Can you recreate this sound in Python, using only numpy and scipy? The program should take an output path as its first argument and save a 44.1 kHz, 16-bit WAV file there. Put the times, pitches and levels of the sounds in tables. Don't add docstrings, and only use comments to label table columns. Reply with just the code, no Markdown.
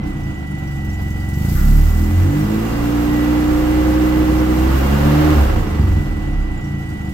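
import sys
import numpy as np
from scipy import signal
from scipy.fft import rfft, irfft
from scipy.io import wavfile
from scipy.ndimage import uniform_filter1d

SR = 44100
rng = np.random.default_rng(int(sys.argv[2]) if len(sys.argv) > 2 else 0)


def wrap_up_sound(samples):
    columns = np.atleast_2d(samples).T
    tamed = np.clip(columns, -1, 1)
    steps = np.round(tamed * 32767).astype(np.int16)
    wavfile.write(sys.argv[1], SR, steps)


N = 314433
TIME = np.arange(N) / SR
FREQ = np.fft.rfftfreq(N, 1 / SR) + 1e-3
CRUISE_HZ = 60

# [dB, relative]
METAL = [(4860, 4.5), (5700, 5.5), (6380, -1), (7110, 5.5), (7650, -4), (8500, 1), (9160, 0.5), (12300, -4),
         (14605, -10)]
# [dB per Hz, relative]
HISS_COLOUR = [(2060, -11.5), (3500, -4.5), (4560, -4.5), (7670, -1), (9800, -9), (10900, -7),
               (12500, -1.5), (15000, -2), (15700, -5)]


def undb(db):
    return 10 ** (np.asarray(db) / 20)


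def curves(table):
    s, *columns = np.transpose(table)
    return [np.interp(TIME, s, c) for c in columns]


def unit(x):
    return x / np.sqrt(np.mean(x ** 2))


def steady(x, size=6001):
    power = np.mean(np.atleast_2d(x) ** 2, axis=0)
    power = uniform_filter1d(uniform_filter1d(power, size), size // 2)
    return x / np.sqrt(np.abs(power) + 1e-18)


def filtered(x, response):
    return irfft(rfft(x) * response, N)


def colour(points):
    hz, db = np.transpose(points)
    return undb(np.interp(np.log(FREQ), np.log(hz), db))


def resonance(x):
    return 1 / ((1 + 1j * x) * (1 + x ** 2) ** (3 / 2))


def modes(table, first_ms=0, step_ms=0):
    hz, width, db = np.transpose(table)[:, :, None]
    lag_s = (first_ms + step_ms * np.arange(len(table))[:, None]) / 1000
    ring = undb(db) * resonance((FREQ ** 2 - hz ** 2) / (FREQ * width * 2.1))
    return np.sum(ring * np.exp(-2j * np.pi * FREQ * lag_s), axis=0)


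def moving_mode(x, hz, width):
    spin = np.exp(2j * np.pi * np.cumsum(hz) / SR)
    response = resonance(np.fft.fftfreq(N, 1 / SR) / width)
    return 2 * np.real(spin * np.fft.ifft(np.fft.fft(x / spin) * response))


def noise():
    return rng.standard_normal((2, N))


def walk(rate_hz):
    return unit(filtered(rng.standard_normal(N), 1 / (1 + (FREQ / rate_hz) ** 4)))


def place(x, pan_db, lead_ms=0):
    side = np.array([[1], [-1]]) / 2
    return filtered(x, undb(side * pan_db) * np.exp(2j * np.pi * FREQ * side * lead_ms / 1000))


def swell(decay_s, rise_s):
    age = TIME[:SR // 4]
    shape = np.exp(-age / decay_s) * (1 - np.exp(-age / rise_s))
    return shape / shape.max()


def kicks(s, db):
    return np.bincount((s * SR).astype(int), undb(db), N)[:N]


def puffs(pulses, decay_s, rise_s):
    return unit(signal.fftconvolve(pulses, swell(decay_s, rise_s))[:N])


def pings(s, db, hz):
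    width_hz = 55
    out, shape = np.zeros((2, N + SR)), swell(decay_s=.018, rise_s=.005)
    shiver = np.array([walk(width_hz) + 1j * walk(width_hz) for _ in range(2)])
    for start, gain, f in zip((s * SR).astype(int), undb(db), hz):
        at = start + np.arange(len(shape))
        ring = np.real(shiver[:, at % N] * np.exp(2j * np.pi * f * at / SR))
        out[:, at] += gain * shape * ring
    return out[:, :N]


def roughness(octaves, climb):
    cruising, per_octave, falling = 0.18, 0.04, 0.12
    return cruising + per_octave * octaves + falling * np.maximum(-climb, 0)


def firing_samples(turn):
    return np.searchsorted(turn, np.arange(1, int(turn[-1])))


def firings(turn, rough, imbalance_db, scatter_db, jitter_ms):
    at = firing_samples(turn)
    late, strength = rng.standard_normal((len(at), 2)).T
    rotor = (-1) ** np.arange(len(at))
    size = undb(scatter_db * rough[at] * np.minimum(strength, 1.5) + imbalance_db[at] * rotor)
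    shift = jitter_ms * rough[at] * late * SR / 1000
    return np.bincount(np.clip(at + shift, 0, N - 1).astype(int), size, N)


def wander(octaves):
    depth_db, rate_hz = 1.5, 4
    return undb(depth_db * np.clip(-octaves, .5, 1) * np.clip(walk(rate_hz), -2, 1))


def loudness(law, load, octaves, climb):
    full_db, unloaded_db, octave_db, pulling_db = law
    level_db = full_db - unloaded_db * (1 - load) + octave_db * octaves + pulling_db * np.clip(climb, -1, 1)
    return wander(octaves) * undb(level_db)


def pipe_ring(push, octaves):
    # pitch_hz [Hz], width_hz [Hz], level_db [dB], gain_db [dB per octave of speed]
    pipe_modes = [(112.7, 30, -11.5, 1), (146.8, 9.2, -1, -2), (192.1, 23.6, -6, 1), (208.6, 22, -2, -1),
                  (239.7, 15.5, -8, 5)]
    rise_per_octave = 0.035
    out = 0
    for k, (hz, width, db, octave_db) in enumerate(pipe_modes):
        late = np.roll(push, int((.008 * k - .004) * SR))
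        ring = moving_mode(late, hz * (1 + rise_per_octave * octaves), width)
        out = out + ring * undb(db + octave_db * octaves)
    return out


def silencer_drone(push, octaves):
    # pitch_hz [Hz], width_hz [Hz], level_db [dB]
    drone_modes = [(277.7, 28.6, -6.5), (319.1, 19.9, 1), (365, 30, -18)]
    # time_s [s], gain_db [dB]
    drone_gain = [(0, -28), (.45, -37), (1.3, -39.5), (2.05, -27.5), (2.3, -19), (2.5, -19), (3.1, -15),
                  (4.2, -11.5), (4.85, -16.5), (5.3, -10.5), (5.5, -24), (6.3, -30), (7.13, -38.5)]
    main_hz = 307.7 + 23.9 * octaves
    tailpipe = np.roll(push, int(.0233 * SR))
    silencer = moving_mode(tailpipe, main_hz, width=35.2)
    fixed_modes = filtered(push, modes(drone_modes, first_ms=10, step_ms=9))
    return (silencer + fixed_modes) * undb(curves(drone_gain)[0])


def exhaust(pulses, rough, load, octaves, climb, lumpy):
    # pitch_hz [Hz], width_hz [Hz], level_db [dB]
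    boom_modes = [(25.7, 9.1, -14), (34.2, 5.3, 8), (45.4, 9, 0)]
    throb_modes = [(66.2, 7.1, 7), (77.7, 7.4, 4), (89.75, 4.4, 11), (99, 4.5, 0.5)]
    # [dB per octave a second of climb, up to 1 either way]
    boom_law = (-15, 18, -4.5, -3)
    throb_law = (-19, 9, -6, -1)
    pipe_law = (-13, 2, 6.5, 2)
    # time_s [s], gain_db [dB]
    pipe_gain = [(.2, 4), (.65, 4.5), (1.2, -1), (1.7, 2.5), (2.08, -4.5), (2.45, -1.5), (2.8, -2),
                 (3.6, -5.5), (4.5, -2), (5.1, -3), (5.5, -5.5), (5.9, -3), (6.4, -2), (6.75, 5), (7.13, 2)]
    per_harmonic = np.sqrt(SR / (2 * CRUISE_HZ * 2 ** octaves))
    beat = per_harmonic * steady(pulses)
    turbulence = per_harmonic * rough * rng.standard_normal(N)
    boom_swell, throb_swell = thumps()

    boom = filtered(beat + 1.6 * turbulence, modes(boom_modes, first_ms=40))
    boom = boom * boom_swell * loudness(boom_law, load, octaves, climb)
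    throb = filtered(beat + .8 * turbulence, modes(throb_modes, first_ms=-7, step_ms=3))
    throb = throb * throb_swell * loudness(throb_law, load, octaves, climb)
    pipe = pipe_ring(beat + 1.8 * turbulence, octaves) * loudness(pipe_law, load, octaves, climb)
    boom = boom * undb(-10 * lumpy ** 4)
    throb = throb * undb(-20 * lumpy)
    pipe = pipe * undb(-8 * lumpy + curves(pipe_gain)[0])
    drone = silencer_drone(beat + 0.55 * turbulence, octaves)

    low = place(boom, pan_db=-2.1, lead_ms=1.5) + place(throb, pan_db=-.8, lead_ms=.35)
    return low + place(pipe, pan_db=-.1, lead_ms=.08) + place(drone, pan_db=-2.6, lead_ms=.4)


def thuds(pulses, lumpy):
    # pitch_hz [Hz], width_hz [Hz], level_db [dB]
    thud_modes = [(74, 44, 0), (130, 60, -4), (210, 70, -12), (325, 60, -21)]
    # time_s [s], peak_db [dB]
    thud_gain = [(0, -19), (.5, -17), (.9, -14), (1.2, -11.5), (1.35, -9.5), (1.5, -7.5), (1.8, -10),
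                 (6.2, -20), (6.7, -17), (7.13, -15)]
    # start_s [s], peak_db [dB]
    pop_hits = [(5.797, -5.5), (5.825, -16), (5.88, -12), (5.972, -14)]
    body = modes(thud_modes, first_ms=2)
    body = -body / np.abs(irfft(body, N)).max()
    uneven_db = 1.5 * np.clip(walk(20), -2, 1.5)
    beats = pulses * lumpy * undb(curves(thud_gain)[0] + uneven_db)
    pops = kicks(*np.transpose(pop_hits))
    return place(filtered(beats + pops, body), pan_db=-.6, lead_ms=.2)


def roar(pulses, roar_db):
    # [dB per Hz, relative]
    roar_colour = [(250, -1.5), (390, 8), (440, 0), (510, 5), (625, -4), (700, 1.5), (1020, -2),
                   (1130, -0.5), (1300, -3.5), (1700, -6.5), (2300, -11), (2620, -13.5), (2780, -8.5),
                   (2920, -13.5), (3370, -16), (6000, -25), (8000, -34)]
    scatter = noise()[:, :SR // 8] * np.exp(-TIME[:SR // 8] / .014)
    edge = steady(signal.fftconvolve(pulses[None], scatter)[:, :N])
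    rasp = filtered(edge, 1.7 / (1 + (FREQ / 1100) ** 2))
    rush = noise() * (puffs(pulses, decay_s=0.029, rise_s=0.00033) + 2.2)
    gas = steady(filtered(rush + rasp, colour(roar_colour)))
    return place(gas * undb(roar_db), pan_db=-2.5)


def hiss(pulses, hiss_db):
    # pitch_hz [Hz], width_hz [Hz], level_db [dB]
    whistle_modes = [(12256, 20, 13), (12634, 35, 0), (15142, 20, 5)]
    # freq_hz [Hz], left_minus_right_db [dB]
    hiss_balance = [(60, -1.0), (110, -0.5), (200, 6), (380, 7), (700, -8), (1290, 30), (2380, 22.5),
                    (4400, -7.5), (8120, 1), (15000, 1)]
    spurts = puffs(pulses, decay_s=0.039, rise_s=0.022)
    slack_db = hiss_db.max() - hiss_db
    air = unit(filtered(noise(), colour(HISS_COLOUR)))
    top = filtered(air, 1 / (1 + (10500 / FREQ) ** 12))
    air = air + top * (undb(4.0 - 0.49 * slack_db) - 1)
    whistle = unit(filtered(noise(), modes(whistle_modes))) * undb(-10 - 0.37 * slack_db)
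    metal_modes = [(hz, 50, db) for hz, db in METAL]
    sing = unit(filtered(noise(), modes(metal_modes))) * undb(-15 + 0.32 * slack_db)
    sound = (air * undb(1.3 * walk(400)) + sing + whistle) * (spurts + 0.11)
    return place(steady(sound) * undb(hiss_db), pan_db=20 * np.log10(colour(hiss_balance)))


def whirr():
    # [dB per Hz, relative]
    whirr_colour = [(250, 5.5), (400, 0.5), (500, -1.5), (640, -4.5), (770, 6.5), (850, -2.5), (984, -5),
                    (1200, -10), (1400, -3), (1700, -12.5), (2300, -13), (2800, -13.5), (4500, -24.5),
                    (7000, -36)]
    murmur = unit(filtered(noise(), colour(whirr_colour)))
    return place(murmur * undb(-36.0 + 1.36 * walk(19)), pan_db=-2.5)


def whine(turn, lumpy):
    # time_s [s], pitch_hz [Hz], level_db [dB rms]
    whine_curve = [(0, 2040, -43), (.14, 1970, -40.5), (1.1, 1969, -37.5), (1.48, 1968, -39),
                   (1.55, 2020, -42), (1.63, 1970, -40), (1.85, 1980, -40), (2.25, 1985, -42),
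                   (2.5, 1972, -43), (3.0, 1955, -45), (3.12, 1940, -35.5), (3.55, 2025, -43),
                   (3.95, 1993, -40), (4.5, 2000, -44.5), (4.7, 1963, -42), (5.6, 1972, -44),
                   (5.85, 1960, -41), (6.1, 1972, -40), (7.13, 1967, -39.5)]
    hz, db = curves(whine_curve)
    waver = 0.0028 * walk(36.0) + 0.0031 * np.sin(2 * np.pi * turn)
    half_phase = np.pi * np.cumsum(hz * (1 + waver)) / SR
    flutter_db = (.9 - .5 * lumpy) * walk(8)
    tone = np.sqrt(2) * (np.sin(2 * half_phase) + undb(-13.5) * np.sin(3 * half_phase))
    return place(tone * undb(db + 1.23 * walk(71) + flutter_db), pan_db=-4.5, lead_ms=0.14)


def tinkle(turn, load):
    at = firing_samples(turn)
    hz, db = np.array(METAL)[rng.integers(len(METAL), size=len(at))].T
    strength, detune = rng.standard_normal((len(at), 2)).T
    level_db = -55 + db + 2 * strength - 4 * (1 - load[at])
    return pings(at / SR, level_db, hz * (1 + 0.0064 * detune))


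def spits():
    spit_hits = [(.58, -48, 6700), (.665, -52, 4830), (.706, -48, 4820), (.753, -52, 7500),
                 (.845, -47, 14600), (.926, -49, 6360), (1.015, -45, 12400), (1.101, -45, 6360),
                 (1.195, -49, 4700), (1.284, -43.5, 8900), (1.33, -47, 12400), (1.371, -50, 13800),
                 (1.409, -51, 13700), (1.448, -40, 9270), (1.484, -39, 13000), (5.91, -49, 7110),
                 (6.885, -50, 4860), (7.085, -53, 8500)]
    s, db, hz = np.transpose(spit_hits)
    burst = signal.fftconvolve(kicks(s, db), swell(decay_s=0.012, rise_s=.005))[:N]
    return burst * unit(filtered(noise(), colour(HISS_COLOUR))) + pings(s, db - 5, hz)


def trim_buzz():
    # start_s [s], level_db [dB]
    buzz_hits = [(1.554, -32.5), (1.674, -53), (1.782, -50), (1.866, -40)]
    # pitch_hz [Hz], width_hz [Hz], level_db [dB]
    panel_modes = [(1190, 130, -3), (1410, 130, 2), (1730, 150, -8), (1950, 110, -3)]
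    hits = kicks(*np.transpose(buzz_hits))
    burst = signal.fftconvolve(hits, swell(decay_s=0.12, rise_s=0.0013))[:N]
    return burst * unit(filtered(noise(), modes(panel_modes)))


def fan(firing_hz, blades_per_firing=8.5, slip=0.0089):
    # time_s [s], level_db [dB rms at full speed gain]
    fan_gain = [(2.2, -53), (2.5, -38), (3.0, -41), (4.0, -32.5), (4.55, -40.5), (5.25, -33), (5.5, -38)]
    hz = firing_hz * blades_per_firing * (1 - slip * np.maximum(firing_hz - 62, 0))
    phase = 2 * np.pi * np.cumsum(hz * (1 + .011 * walk(25))) / SR
    tone = np.sqrt(2) * np.sin(phase)
    speed_gain = np.minimum(firing_hz / 52, 1) ** 6
    return place(tone * speed_gain * undb(curves(fan_gain)[0] + 2 * walk(38)), pan_db=-5.0)


def thumps():
    thump_hits = [(5.4, -16, 6.5), (5.62, 4, -1), (5.82, -4, 5.5), (6.05, 0, -11), (6.4, 5, 1)]
    s, boom_db, throb_db = np.transpose(thump_hits)
    half_length_s = 0.05
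    bump = np.exp(-((TIME - s[:, None]) / half_length_s) ** 2)
    return undb(boom_db @ bump), undb(throb_db @ bump)


def misfire():
    centre_s, half_length_s, peak_db = 5.86, 0.51, 11
    return peak_db * np.exp(-((TIME - centre_s) / half_length_s) ** 2)


def scene():
    # time_s [s], firing_rate_hz [firings per second]
    speed_curve = [(0.0, 32.34), (0.06, 31.75), (0.42, 24.36), (0.89, 22.58), (1.17, 22.52), (1.33, 22.76),
                   (1.51, 30.43), (1.71, 36.23), (2.02, 40.48), (2.36, 50.15), (2.52, 53.8), (2.74, 57.44),
                   (2.94, 59.19), (3.81, 61.85), (4.55, 62.41), (5.2, 76.07), (5.3, 76.47), (5.5, 64.72),
                   (5.6, 55.82), (5.7, 51.09), (5.94, 43.78), (6.02, 40.68), (6.61, 29.49), (7.13, 24.1)]
    # time_s [s], load [0-1]
    load_curve = [(0, 0.1), (.5, 0.06), (1.28, 0.32), (1.56, 0.95), (1.8, 0.82), (2.28, 0.61), (2.9, 0.66),
                  (4.5, 0.67), (4.75, 0.81), (5.4, 0.77), (5.7, 0.36), (5.95, 0.35), (6.35, 0),
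                  (7.13, 0.16)]
    (hz,), (load,) = curves(speed_curve), curves(load_curve)
    lumpy_hz, smooth_hz = 28.2, 40.9
    lumpy = np.clip((smooth_hz - hz) / (smooth_hz - lumpy_hz), 0, 1)
    turn = np.cumsum(hz) / SR + .01 * lumpy * walk(7)
    octaves = np.log2(hz / CRUISE_HZ)
    climb = uniform_filter1d(np.gradient(octaves) * SR, size=8001)
    rough = roughness(octaves, climb)
    imbalance_db = misfire()
    pulses = firings(turn, rough, imbalance_db, scatter_db=8, jitter_ms=.6)
    leaks = firings(turn, rough, imbalance_db / 2 + 0.49, scatter_db=19, jitter_ms=2.5)

    lows = exhaust(pulses, rough, load, octaves, climb, lumpy)
    lows = lows + thuds(pulses / undb(imbalance_db), lumpy)
    roar_db = -25 + 15.5 * octaves
    hiss_db = -32 - 21.5 * (1 - load)
    gas = roar(pulses, roar_db) + hiss(leaks, hiss_db)
    ancillaries = whirr() + whine(turn, lumpy) + fan(hz)
    return lows + gas + ancillaries + tinkle(turn, load) + spits() + trim_buzz()


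def record(dry):
    dry = signal.sosfilt(signal.butter(2, 18, "high", fs=SR, output="sos"), dry)
    return signal.sosfilt(signal.ellip(10, .2, 80, 15750, fs=SR, output="sos"), dry)


dry = scene()
out = record(dry)
wrap_up_sound(out)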